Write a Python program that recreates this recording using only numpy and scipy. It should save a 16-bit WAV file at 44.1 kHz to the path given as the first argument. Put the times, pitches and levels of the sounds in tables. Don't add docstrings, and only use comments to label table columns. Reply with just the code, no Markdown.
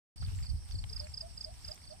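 import sys
import numpy as np
from scipy import signal
from scipy.fft import rfft, irfft
from scipy.io import wavfile

SR = 44100
rng = np.random.default_rng(int(sys.argv[2]) if len(sys.argv) > 2 else 0)


def generate_wav(sig):
    pcm = np.round(np.clip(np.atleast_2d(sig).T, -1, 1) * 32767).astype(np.int16)
    wavfile.write(sys.argv[1], SR, pcm)


N = 88200
T = np.arange(N) / SR
BIN_HZ = np.fft.rfftfreq(N, 1 / SR)

# time_s, level_db (before WIND_DB is added)
WIND_LEVEL = [(.16, -52), (.19, -50), (.22, -38), (.3, -39.5), (.39, -40.5), (.42, -37), (.47, -49),
              (.5, -34), (.555, -37), (.6, -48.5), (.69, -51), (.73, -39.5), (.85, -44.5), (1.0, -47),
              (1.1, -50.5), (1.3, -53), (1.47, -55), (1.53, -49.5), (1.57, -58), (1.68, -51), (1.76, -64),
              (1.87, -56), (2.0, -59)]
# pitch_hz, relative_db_per_hz
WIND_SPECTRUM = [(20, -12), (40, 1), (55, 2), (74, 3.5), (108, -4), (150, -17), (220, -25), (320, -41),
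                 (600, -59)]
# pitch_hz, relative_db_per_hz
AIR_SPECTRUM = [(150, 14), (300, 4.5), (500, -3.5), (800, 4), (1200, -5.5), (3000, -4.5), (6500, -15),
                (11000, -19.5), (15000, -17)]
WIND_DB, AIR_DB = 3.5, -64

# time_s, level_db
HUM_LEVEL = [(1.76, -107), (1.84, -70), (2.0, -66)]
HUM_HZ = 201.4

# centre_hz, width_hz, level_db, throbs_per_s, throb_depth_db, right_ear_favour_db
CHORUS_BANDS = [(5457, 545, -66, 10, 3.5, 4.5), (4750, 790, -68.5, 9.7, -4.5, 5.5),
                (8234, 670, -67.5, 20, 0.85, -6.5), (8570, 970, -68.5, 28, 3, 2.5)]
CHORUS_SWELL_DB, CHORUS_SWELLS_PER_S = 1, 4.74

BUZZ_PER_S, BUZZ_HZ, BUZZ_DB, BUZZ_PAN_DB = 108, 9550, -63, 1
BUZZ_S, BUZZ_SAG_HZ_PER_S = 0.0019, 63000

# time_s, level_db (before the rustle and crackle offsets)
RUSTLE_LEVEL = [(.17, -63.5), (.21, -73), (.28, -57), (.35, -60), (.45, -58.5), (.53, -87), (.69, -57.5),
                (.8, -69), (.92, -60.5), (.98, -55.5), (1.04, -60.5), (1.15, -66.5), (1.5, -65), (1.7, -57),
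                (1.8, -62.5), (2.0, -68.5)]
# pitch_hz, relative_db_per_hz
RUSTLE_SPECTRUM = [(200, -41), (400, -2.5), (520, -9), (900, -3), (2350, -3), (4000, -5), (6500, -8),
                   (11000, -10), (15000, -15)]
# start_s, level_db, centre_hz, width_octaves, decay_s
SNAPS = [(0.229, -47, 152, 0.65, 0.028), (.220, -54, 610, 0.66, 0.0073), (0.223, -52, 1350, 0.49, 0.01),
         (.222, -55, 3770, 0.73, 0.015), (0.263, -50.5, 3370, 0.6, 0.0034),
         (0.284, -54.5, 2200, 1.5, 0.017), (.349, -48, 3970, 1, 0.0017), (.388, -54, 2330, 0.67, .004),
         (0.441, -60, 2020, 0.87, 0.024), (0.711, -43.5, 2780, 1.5, .0013), (0.744, -56, 237, 0.6, 0.027),
         (.840, -43.5, 2500, 1.28, 0.0026), (.839, -56, 790, 0.67, 0.01), (0.971, -58.5, 1520, 0.84, 0.012),
         (1.069, -48.5, 2120, 0.46, 0.0033), (1.54, -51, 3080, 2.1, 0.0028), (1.745, -55, 11000, 0.6, .003),
         (1.778, -52.5, 2040, 1.4, .002)]
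RUSTLE_DB, RUSTLE_FLICKER_DB, RUSTLE_PAN_DB = -4, 1.5, 4
CRACKLES_PER_S, CRACKLE_DB, CRACKLE_SPREAD_DB, CRACKLE_LIMIT_DB = 700, -7.5, 7.5, 14.5

# start_s, length_s, pitch_hz, level_db, closing_flip_hz (negative flips down)
HOOTS = [(0.299, 0.044, 411, -65, 5), (0.893, 0.052, 445, -63.5, 2), (0.992, 0.085, 600, -50.5, -7),
         (1.218, 0.056, 660, -47, 2), (1.45, 0.08, 640, -48.5, 85.5), (1.679, 0.067, 628, -48.5, 121),
         (1.896, 0.07, 626, -48, 114)]
HOOT_RISE_HZ, FLIP_DB_PER_HZ = 70, -0.07
FLIP_AT = 0.564
HOOT_PAN_DB, HOOT_LAG_MS, HOOT_ECHO_DB = 6, 0.54, -9

# first_pulse_s, pulses, level_db
TRILLS = [(0.358, 5, -54), (0.741, 4, -59), (0.847, 3, -66), (1.047, 4, -56.5), (1.144, 4, -63.5),
          (1.342, 4, -59), (1.588, 8, -60.5)]
TRILL_GAP_S, TRILL_HZ, TRILL_SAG_HZ_PER_S = .0245, 7500, 68000
TRILL_SWELL_S, TRILL_FALL_S, TRILL_SCATTER_DB = .004, .0048, -6

# last_pulse_s, pulses, pitch_hz, level_db, pulse_swell_s, left_ear_lag_ms,
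# ground_reflection_share
CHIRPS = [(.2475, 3, 4670, -48, 0.0065, 0.14, 1), (.500, 3, 4660, -45.5, 0.0075, 0.16, 0.78),
          (0.79, 3, 4530, -46, .008, 0.161, 0.93), (1.001, 4, 4942, -33.5, 0.0048, 0.15, .05),
          (1.0452, 3, 4440, -49.5, 0.005, 0.17, 0.43), (1.2122, 3, 4938, -34, 0.005, 0.16, 0.055),
          (1.4468, 3, 4924, -33.5, 0.0042, 0.15, 0.041), (1.7181, 3, 4917, -36.5, 0.0048, 0.15, 0.029),
          (1.911, 3, 4620, -47.5, 0.0049, 0.16, 0.13)]
PULSE_GAP_S, PULSE_FALL_S, SAG_HZ_PER_S = .034, .0051, 53000
WARM_UP_DB, REFLECTION_MS = 1.0, 1.76
STROKE_ROUGH, STROKE_FLUTTER_DB = .09, -26
CRICKET_PAN_DB, SCATTER_DB, SCATTER_T60_S = 5, -10, .09

START_S, FADE_IN_S, CUTOFF_HZ = .159, .002, 15300


def from_db(db):
    return 10 ** (np.asarray(db) / 20)


def rms_one(x):
    return x / np.sqrt(np.mean(x ** 2) + 1e-20)


def noise():
    return rng.standard_normal((2, N))


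def curve(rows):
    return from_db(np.interp(T, *np.transpose(rows)))


def band(x, low_hz, high_hz, order=2):
    edges = np.clip([low_hz, high_hz], 10, SR / 2 - 100)
    return signal.sosfilt(signal.butter(order, edges, "band", fs=SR, output="sos"), x)


def colour(x, spectrum):
    hz, db = np.transpose(spectrum)
    bins = np.maximum(BIN_HZ, 1)
    gain = from_db(np.interp(np.log(bins), np.log(hz), db))
    low_fade = np.minimum(bins / hz[0], 1)
    return rms_one(irfft(rfft(x) * gain * low_fade, N))


def drift(rate_hz):
    spectrum = rfft(rng.standard_normal(N))
    return rms_one(irfft(spectrum * np.exp(-(BIN_HZ / rate_hz) ** 2), N))


def pan(x, right_db):
    return x * from_db([[-right_db / 2], [right_db / 2]])


def ears(x, lag_ms):
    delay = np.exp(-2j * np.pi * BIN_HZ * lag_ms / 1000)
    return np.array([irfft(rfft(x) * delay, N), x])


def scatter(x, t60):
    tail = noise() * np.exp(-np.log(1000) * T / t60)
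    return signal.fftconvolve(x, rms_one(tail) / np.sqrt(N), axes=1)[:, :N]


def wind():
    eddies = from_db(WIND_DB) * curve(WIND_LEVEL) * colour(noise(), WIND_SPECTRUM)
    hush = from_db(AIR_DB) * colour(noise(), AIR_SPECTRUM)
    return eddies + hush


def hum():
    pitch = HUM_HZ + 3 * drift(10.7)
    return curve(HUM_LEVEL) * np.sin(2 * np.pi * np.cumsum(pitch) / SR)


def chorus():
    out = 0
    for k, (hz, width, db, rate, depth_db, pan_db) in enumerate(CHORUS_BANDS):
        throb_db = depth_db * np.sin(2 * np.pi * rate * T + 1.17 * drift(3.8))
        swell = np.sin(2 * np.pi * CHORUS_SWELLS_PER_S * T + drift(0.67))
        swell_db = CHORUS_SWELL_DB * swell * (k == 0)
        voices = rms_one(band(noise(), hz - width / 2, hz + width / 2))
        out = out + pan(voices, pan_db) * from_db(db + throb_db + swell_db)
    return out


def stroke(s, hz, swell_s, fall_s, sag):
    out = np.zeros(N)
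    near = np.abs(T - s) < 3 * max(swell_s, fall_s)
    t = T[near] - s
    loudness = np.exp(-(t / np.where(t < 0, swell_s, fall_s)) ** 2)
    cycles = hz * t - sag * t * t / 2 + rng.random()
    out[near] = loudness * np.sin(2 * np.pi * cycles)
    return out


def bush_cricket():
    buzz = 0
    for s in np.arange(0, N / SR, 1 / BUZZ_PER_S):
        hz = BUZZ_HZ + rng.normal(0, 70)
        buzz = buzz + stroke(s, hz, BUZZ_S, BUZZ_S, BUZZ_SAG_HZ_PER_S)
    return from_db(BUZZ_DB) * pan(ears(buzz, lag_ms=0.023), BUZZ_PAN_DB)


def crackle():
    sizes_db = np.minimum(CRACKLE_SPREAD_DB * rng.exponential(1, N), CRACKLE_LIMIT_DB)
    clicks = (rng.random(N) < CRACKLES_PER_S / SR) * from_db(sizes_db) * noise()
    band_number = rng.integers(0, 10, N)
    blades = 0
    for k, hz in enumerate(np.geomspace(600, 6000, 10)):
        blades = blades + band(clicks * (band_number == k), hz / 1.08, hz * 1.085)
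    return colour(blades, RUSTLE_SPECTRUM)


def stem_snaps():
    out = 0
    for s, db, hz, octaves, decay_s in SNAPS:
        burst = (T >= s) * np.exp(-np.abs(T - s) / decay_s)
        half_width = 2 ** (octaves / 2)
        sound = rms_one(band(noise(), hz / half_width, hz * half_width))
        out = out + from_db(db) * burst * sound
    return out


def grass():
    rubbing = from_db(RUSTLE_DB) * colour(noise(), RUSTLE_SPECTRUM)
    rustle = curve(RUSTLE_LEVEL) * (rubbing + from_db(CRACKLE_DB) * crackle())
    rustle = rustle * from_db(RUSTLE_FLICKER_DB * drift(30))
    return pan(rustle + stem_snaps(), RUSTLE_PAN_DB)


def hoot(s, length_s, hz, flip_hz):
    progress = np.clip((T - s) / length_s, 0, 1)
    flip = flip_hz * (1 + np.tanh(20 * (progress - FLIP_AT))) / 2
    pitch = hz + HOOT_RISE_HZ * (progress - .5) + flip + 6 * drift(66)
    loudness = np.abs(np.sin(np.pi * progress)) * from_db(FLIP_DB_PER_HZ * np.abs(flip))
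    return loudness * np.sin(2 * np.pi * np.cumsum(pitch) / SR)


def bird():
    hoots = sum(from_db(db) * hoot(s, length, hz, flip_hz) for s, length, hz, db, flip_hz in HOOTS)
    hoots = pan(ears(hoots, HOOT_LAG_MS), HOOT_PAN_DB)
    return hoots + from_db(HOOT_ECHO_DB) * scatter(hoots, t60=0.17)


def high_cricket():
    trills = 0
    for s, pulses, db in TRILLS:
        for k in range(round(pulses)):
            pulse = stroke(s + k * TRILL_GAP_S, TRILL_HZ, TRILL_SWELL_S, TRILL_FALL_S, TRILL_SAG_HZ_PER_S)
            trills = trills + from_db(db + rng.normal(0, 2.0)) * pulse
    trills = ears(trills, lag_ms=0.033)
    return trills + from_db(TRILL_SCATTER_DB) * scatter(trills, t60=0.12)


def crickets():
    out = 0
    for s, pulses, hz, db, swell_s, lag_ms, share in CHIRPS:
        chirp = 0
        for k in range(round(pulses)):
            pulse = stroke(s - k * PULSE_GAP_S, hz, swell_s, PULSE_FALL_S, SAG_HZ_PER_S)
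            chirp = chirp + from_db(db - WARM_UP_DB * k * k) * pulse
        reflection = share * np.interp(T - REFLECTION_MS / 1000, T, chirp)
        out = out + ears(chirp + reflection, lag_ms)
    out = out * (1 + STROKE_ROUGH * drift(350) + from_db(STROKE_FLUTTER_DB) * drift(4500))
    return pan(out, CRICKET_PAN_DB) + from_db(SCATTER_DB) * scatter(out, SCATTER_T60_S)


def scene():
    background = wind() + hum() + chorus() + bush_cricket()
    return background + grass() + bird() + high_cricket() + crickets()


def record(dry):
    fade_in = np.clip((T - START_S) / FADE_IN_S, 0, 1)
    top_cut = signal.ellip(10, .2, 80, CUTOFF_HZ, fs=SR, output="sos")
    return signal.sosfilt(top_cut, dry * fade_in)


dry = scene()
out = record(dry)
generate_wav(out)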